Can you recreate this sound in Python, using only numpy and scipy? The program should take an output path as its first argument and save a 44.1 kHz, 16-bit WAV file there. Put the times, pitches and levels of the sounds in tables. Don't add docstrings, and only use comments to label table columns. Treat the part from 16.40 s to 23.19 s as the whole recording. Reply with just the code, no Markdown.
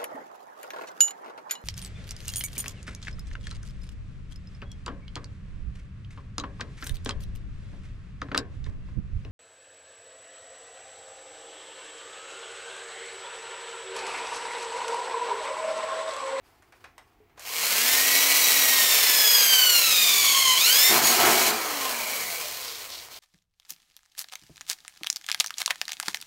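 import sys
import numpy as np
from scipy import signal
from scipy.fft import rfft, irfft
from scipy.io import wavfile
from scipy.ndimage import uniform_filter1d

SR = 44100
rng = np.random.default_rng(int(sys.argv[2]) if len(sys.argv) > 2 else 0)


def dump_mix(stems):
    frames = np.atleast_2d(stems).T
    limited = np.clip(frames, -1, 1)
    pcm = np.round(limited * 32767).astype(np.int16)
    wavfile.write(sys.argv[1], SR, pcm)


N = 299439
T = np.arange(N) / SR
FREQ = np.maximum(np.arange(N + 1) * SR / (2 * N), 1)
BREAKTHROUGH_S, TRIGGER_OFF_S = 4.503, 5.03
PINION_TEETH, COMMUTATOR_BARS = 7, 24
RATTLE_KNEE_HZ = 266.5


# time in seconds, turns a second.
DRIVEN_SPEED = [(0.96, 5), (1.1, 125), (1.27, 202), (1.5, 256), (1.7, 276), (1.95, 282), (2.26, 272.5),
                (2.98, 234.7), (3.28, 210.5), (3.55, 178.5), (3.97, 155), (4.16, 144), (4.27, 202),
                (4.35, 234), (4.45, 258.6), (4.51, 259.5), (4.8, 365), (5.03, 380)]

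def motor_speed(drag_s=1.25, friction_hz_per_s=24):
    kept = np.exp(-np.maximum(T - TRIGGER_OFF_S, 0) / drag_s)
    speed = curve(DRIVEN_SPEED) * kept - friction_hz_per_s * drag_s * (1 - kept)
    return np.maximum(speed, 0) * (T >= DRIVEN_SPEED[0][0])


# time in seconds, load from 0 to 1.
PRESSURE = [(1.95, 0.05), (2.6, 0.06), (3.25, 0.17), (3.6, 0.93), (4.15, 1), (4.3, 0.5), (4.48, 0.08),
            (4.58, 0.08)]

def bit_load():
    return curve(PRESSURE) * during(PRESSURE)


# multiple of the tooth rate, free dB, cutting dB.
WHINE_HARMONICS = [(1, -32, -35.5), (2, -41, -30), (3, -37.5, -28), (4, -46, -32), (5, -47, -34.5),
                   (6, -48, -36), (7, -49, -37.5), (8, -49, -36.5), (9, -52, -41), (10, -54, -42),
                   (11, -55, -43), (12, -55, -45)]
# centre in Hz, width in Hz, gain in dB.
GEAR_CASE_MODES = [(1047, 210, 9), (1215, 130, -9.5), (1876, 55, 2.5), (3040, 290, 9.5), (3620, 140, 6),
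                   (4170, 660, 5), (5100, 480, 5), (6520, 350, 8), (7250, 280, 8), (10200, 3400, -5.5),
                   (13500, 3400, 13)]

def gear_whine(turns, speed, load, bite_load=.11):
    jerk = (.13 + .38 * np.sqrt(load)) * walk(105) + (.04 + .07 * load) * walk(300)
    mesh = 2 * np.pi * PINION_TEETH * turns + jerk
    bite = np.clip(load / bite_load, 0, 1)
    free_speed_db = 90 * np.minimum(decades(speed) - .03, 0)
    cut_speed_db = 13 * decades(speed)
    whine = 0
    for k, free_db, cut_db in WHINE_HARMONICS:
        flicker_db = 2.6 * np.tanh(walk(80))
        db = (free_db + free_speed_db) * (1 - bite) + (cut_db + cut_speed_db) * bite + flicker_db
        whine += undb(db) * np.sin(k * mesh + rng.uniform(0, 2 * np.pi))
    stutter = undb((2 + 1.2 * load) * np.tanh(walk(70)))
    duck = undb(-14 * ramp(BREAKTHROUGH_S, .07))
    return np.sqrt(2) * shape(whine * stutter * duck, undb(resonances(GEAR_CASE_MODES)))


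# frequency in Hz, gain in dB.
RATTLE_EQ = [(53, -41), (90, -21.5), (192, -22), (271, -13.5), (309, -15), (476, -7.5), (591, -7.5),
             (1040, -7), (1700, -6.5), (1900, -4.5), (3330, -4.5), (4220, -5), (10300, -4), (11900, -2.5),
             (15800, 0)]
# centre in Hz, width in Hz, gain in dB.
HOUSING_MODES = [(480, 90, 3), (700, 90, 3), (1070, 140, 4), (2200, 450, 3.5), (3000, 300, 1.5),
                 (3650, 200, -5), (4250, 500, 4), (6700, 500, 1.5), (10000, 1500, -2), (11700, 350, 3)]
# time in seconds, half width in seconds, dB.
RATTLE_SWELLS = [(4.615, 0.013, -4), (4.675, 0.012, 6), (4.9, .2, 2), (6.69, 0.017, -9)]
BODY_FADER = (-34.5, 32.5, 0.5, 1, -0.5, -2)
MID_FADER = (-24.5, 36.5, 7, -2, -9.5, 6.5)
HISS_FADER = (-23.5, 46, 6.5, -4, -9.5, 10.5)

def housing_rattle(turns, speed, load):
    brushes = impacts(COMMUTATOR_BARS * turns, scatter_db=6)
    backlash = impacts(PINION_TEETH * turns + .3 * walk(300), scatter_db=6.5)
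    force = noise() + undb(-2) * brushes + undb(-1.5) * backlash
    force *= undb(1.44 * np.sin(2 * np.pi * turns) + 1.02 * walk(55))
    rattle = colour(force, RATTLE_EQ, HOUSING_MODES)
    hiss = unit(band(rattle, 7950, 17900)) * fader(HISS_FADER, speed, load)
    mids = unit(band(rattle, 2260, 6870)) * fader(MID_FADER, speed, load)
    growl = unit(band(band(rattle, 2170, 2400), 2170, 2400))
    growl *= undb(-11.5 - 19 * load) * (1 - ramp(BREAKTHROUGH_S, .13))
    body = (unit(band(rattle, 60, 1550)) + growl) * fader(BODY_FADER, speed, load)
    swell_db = sum(db * np.exp(-((T - s) / width) ** 2) for s, width, db in RATTLE_SWELLS)
    return (hiss + mids) * undb(swell_db) + body


def fader(settings, speed, load):
    db, speed_db, load_db, through_db, coast_db, lift_db = settings
    db += speed_db * np.minimum(decades(speed), 0) + load_db * load
    db += through_db * ramp(BREAKTHROUGH_S, .16)
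    db += coast_db * ramp(5.105, .016)
    db += lift_db * ramp(5.27, .65)
    return undb(db)


# multiple of the shaft rate, driven dB, coasting dB.
ROTOR_HARMONICS = [(3, -17, -8), (4, -18, -2), (6, -7, -20), (8, 0, -17), (9, -10, -14), (10, -10, -14),
                   (11, -9, -10), (12, -8, -22), (13, -10, -25), (15, -4, -30), (20, -9, -30),
                   (22, -9, -30)]

def rotor_tones(turns, speed, load):
    coasting = ramp(TRIGGER_OFF_S, .075)
    tones = 0
    for k, driven_db, coast_db in ROTOR_HARMONICS:
        db = driven_db + (coast_db - driven_db) * coasting + 4 * walk(9)
        tones += undb(db) * np.sin(2 * np.pi * k * turns + .5 * walk(30))
    tones = shape(tones, undb(2.3 * resonances(HOUSING_MODES)))
    tones = band(tones, 500, 9000)
    gain = fader(BODY_FADER, speed, load) * undb(-12 - 2.8 * load + .83 * coasting)
    return np.sqrt(2) * tones * gain


def rotor_hum(turns, speed):
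    steadied = ramp(2.36, .19) * (1 - ramp(BREAKTHROUGH_S, .15))
    db = -49 + 74 * decades(speed) - 21 * steadied + walk(28)
    return np.sqrt(2) * np.sin(2 * np.pi * turns) * undb(db)


# start in seconds, hold in seconds, level in dB.
CLATTER_BOUTS = [(4.515, 0.044, -23.5), (4.62, 0.18, -28), (4.805, 0.1, -21), (4.96, 0.077, -29),
                 (5.075, 0.038, -28.5)]
# frequency in Hz, gain in dB.
SHEET_EQ = [(26, -68), (45, -16), (183, -14), (224, -14), (268, -13.5), (408, -7), (587, -11.5),
            (704, -1.5), (877, -2.5), (2180, -9), (3500, -23), (4550, -31), (7700, -120)]
# centre in Hz, width in Hz, gain in dB.
SHEET_MODES = [(234, 21, 10.5), (334.5, 37, 12), (425, 27, 7.5), (584, 41, -3), (693, 120, 4),
               (1000, 150, 0), (1310, 90, 3)]

def sheet_clatter(turns, load):
    blows = impacts(.6 * turns + .4 * walk(60), scatter_db=4) + undb(2.5) * noise()
    ring = unit(band(colour(blows, SHEET_EQ, SHEET_MODES), 93, 6000))
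    envelope = bouts(CLATTER_BOUTS, attack_s=.027, fall_db_per_s=135) + undb(-44.5) * load
    drum = unit(band(blows, 85, 180)) * undb(-56.5) * load
    return ring * envelope + drum


# pitch in Hz, seconds to fall 60 dB, starting level in dB.
THUMP_MODES = [(135, 0.61, -39), (226, 0.31, -32), (390, 0.22, -27)]

def breakthrough_thump():
    return band(sum(damped_tone(BREAKTHROUGH_S, *mode) for mode in THUMP_MODES), 140, 2000)


# start and end in seconds, first and last pitch in Hz, level in dB.
SQUEAL_GLIDES = [(3.74, 4.12, 2280, 2180, -27.5), (4.2, 4.32, 2210, 2170, -32),
                 (4.645, 4.715, 2250, 2200, -21.5)]
# harmonic number, relative level in dB.
SQUEAL_HARMONICS = [(1, -16), (2, -5), (3, 0), (4, -8), (5, -9), (6, -8)]

def bit_squeals():
    sound = np.zeros(N)
    for start, end, start_hz, end_hz, db in SQUEAL_GLIDES:
        glide = [(start, start_hz), (end, end_hz)]
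        phase = 2 * np.pi * np.cumsum(curve(glide)) / SR + .55 * walk(80)
        tone = sum(undb(part_db) * np.sin(k * phase) for k, part_db in SQUEAL_HARMONICS)
        sound += unit(tone * undb(2 * walk(60))) * undb(db) * during(glide)
    return sound


# time in seconds, pitch in Hz, level in dB.
BEARING_NOTE = [(5.45, 2422, -62), (5.54, 2390, -41), (5.7, 2300, -39), (5.87, 2140, -42),
                (6.04, 2400, -43), (6.13, 2350, -70)]

def dry_bearing():
    phase = 2 * np.pi * np.cumsum(curve(BEARING_NOTE)) / SR + 2 * walk(70)
    db = curve(BEARING_NOTE, axis=2) + 2.7 * walk(60)
    return np.sqrt(2) * np.sin(phase) * undb(db) * during(BEARING_NOTE)


# start in seconds, strength in dB, treble offset in dB.
CLICK_HITS = [(0.223, -44, -15), (0.323, -37.5, -20), (0.442, -29.5, -26), (0.58, -32.5, -17),
              (0.716, -58, -22), (0.896, -49, -29), (0.96, -52, -46), (0.977, -35.5, -23),
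              (0.995, -36.5, -2), (6.714, -47, -19)]
# frequency in Hz, gain in dB.
CLICK_EQ = [(120, -65), (200, -40), (412, -35), (494, -3), (696, 1), (1780, -0.5), (4640, -16.5),
            (4980, -16), (7830, -21), (15000, -31)]

def clicks():
    ring_envelope, tick_envelope = np.zeros(N), np.zeros(N)
    for start, db, treble_db in CLICK_HITS:
        age = np.maximum(T - start, 0)
        ring_envelope += (T >= start) * undb(db - 11.5 - 60 * age / .11)
        tick_envelope += (T >= start) * undb(db + treble_db - 60 * age / .034)
    ring = unit(band(colour(noise(), CLICK_EQ), 200, 6900))
    tick = unit(band(colour(noise(), CLICK_EQ), 6000, 16000))
    return ring * ring_envelope + tick * tick_envelope


# start in seconds, hold in seconds, level in dB.
SCRAPE_STROKES = [(6.02, .15, -42.5), (6.24, 0.16, -41), (6.53, 0.053, -39.5), (6.74, .05, -47)]

def hand_scrape():
    grains = noise() * undb(6.2 * np.tanh(walk(150)))
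    return unit(band(grains, 3900, 4500)) * bouts(SCRAPE_STROKES, attack_s=.05, fall_db_per_s=220)


def bench_knock():
    return damped_tone(start=.803, hz=420, t60=.11, db=-50)


# start in seconds, hold in seconds, level in dB.
RUSTLE_MOVES = [(.07, 0.081, -63), (.25, 0.043, -71), (.37, 0.05, -64.5), (.66, .04, -72)]
# frequency in Hz, gain in dB.
RUSTLE_EQ = [(290, -45), (500, -5), (1030, -1), (3950, -13), (4760, -10), (5750, -15.5), (15800, -20)]

def grip_rustle():
    envelope = bouts(RUSTLE_MOVES, attack_s=.056, fall_db_per_s=130)
    return unit(colour(noise(), RUSTLE_EQ)) * envelope * undb(2.6 * walk(39))


# frequency in Hz, gain in dB.
AIR_EQ = [(12, -36), (20, -18), (32, -6.5), (93, -4), (187, -19.5), (365, -10), (586, -25), (693, -14),
          (1560, -25), (2180, -22), (3700, -33.5), (10100, -43), (15800, -34)]

def room_tone():
    return unit(colour(noise(), AIR_EQ)) * undb(-63)


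def workshop_reverb(x, t60=.29, wet_db=-7):
    tail = noise() * undb(-60 * np.minimum(T / t60, 2)) * (T > .003)
    wet = signal.fftconvolve(x, tail / np.sqrt(np.sum(tail ** 2)))[:N]
    return (x + undb(wet_db) * wet) / np.sqrt(1 + undb(wet_db) ** 2)


def undb(db):
    return 10 ** (np.asarray(db) / 20)


def unit(x):
    return x / np.sqrt(np.mean(x ** 2))


def decades(speed):
    return np.log10(np.maximum(speed, 1e-3) / RATTLE_KNEE_HZ)


def curve(rows, axis=1):
    rows = np.array(rows)
    return np.interp(T, rows[:, 0], rows[:, axis])


def during(rows):
    return np.clip(np.minimum(T - rows[0][0], rows[-1][0] - T) / .01 + 1, 0, 1)


def ramp(start, length):
    return np.clip((T - start) / length, 0, 1)


def bouts(rows, attack_s, fall_db_per_s):
    power = 0
    for start, hold, db in rows:
        fall_db = fall_db_per_s * np.maximum(T - start - hold, 0)
        power += (ramp(start - attack_s, attack_s) * undb(db - fall_db)) ** 2
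    return np.sqrt(power)


def noise():
    return rng.standard_normal(N)


def walk(rate):
    steps = np.interp(T * 2 * rate, np.arange(8192), rng.standard_normal(8192))
    return unit(uniform_filter1d(steps, max(int(SR / rate / 4), 1)))


def impacts(count, scatter_db):
    strikes = np.diff(np.floor(count), prepend=0) > 0
    sizes = undb(scatter_db * np.clip(noise(), -2, 2)) * np.sign(noise())
    return unit(strikes * sizes / np.sqrt(np.abs(np.gradient(count)) + 1e-4))


def damped_tone(start, hz, t60, db):
    age = np.maximum(T - start, 0)
    return undb(db - 60 * age / t60) * np.sin(2 * np.pi * hz * age)


def shape(x, gain):
    return irfft(rfft(x, 2 * N) * gain)[:N]


def band(x, lo_hz, hi_hz):
    return shape(x, 1 / np.sqrt((1 + (lo_hz / FREQ) ** 8) * (1 + (FREQ / hi_hz) ** 8)))


def resonances(modes):
    return sum(db / (1 + (2 * (FREQ - hz) / width) ** 2) for hz, width, db in modes)


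def colour(x, eq, modes=()):
    hz, db = np.transpose(eq)
    gain_db = np.interp(np.log(FREQ), np.log(hz), db) + resonances(modes)
    cepstrum = irfft(np.log(undb(gain_db)))
    causal = 2 * cepstrum[:N] * np.where(T > 0, 1, .5)
    return shape(x, np.exp(rfft(causal, 2 * N)))


def scene():
    speed, load = motor_speed(), bit_load()
    turns = np.cumsum(speed) / SR
    drill = housing_rattle(turns, speed, load) + rotor_tones(turns, speed, load)
    drill += rotor_hum(turns, speed) + dry_bearing() + gear_whine(turns, speed, load)
    metal = sheet_clatter(turns, load) + breakthrough_thump() + bit_squeals()
    handling = clicks() + bench_knock() + grip_rustle() + hand_scrape()
    sound = workshop_reverb(drill + metal + handling) + room_tone()
    return np.array([sound, sound])


def record(dry, top_hz=15700):
    return signal.sosfilt(signal.ellip(12, .1, 90, top_hz, fs=SR, output="sos"), dry)


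dry = scene()
out = record(dry)
dump_mix(out)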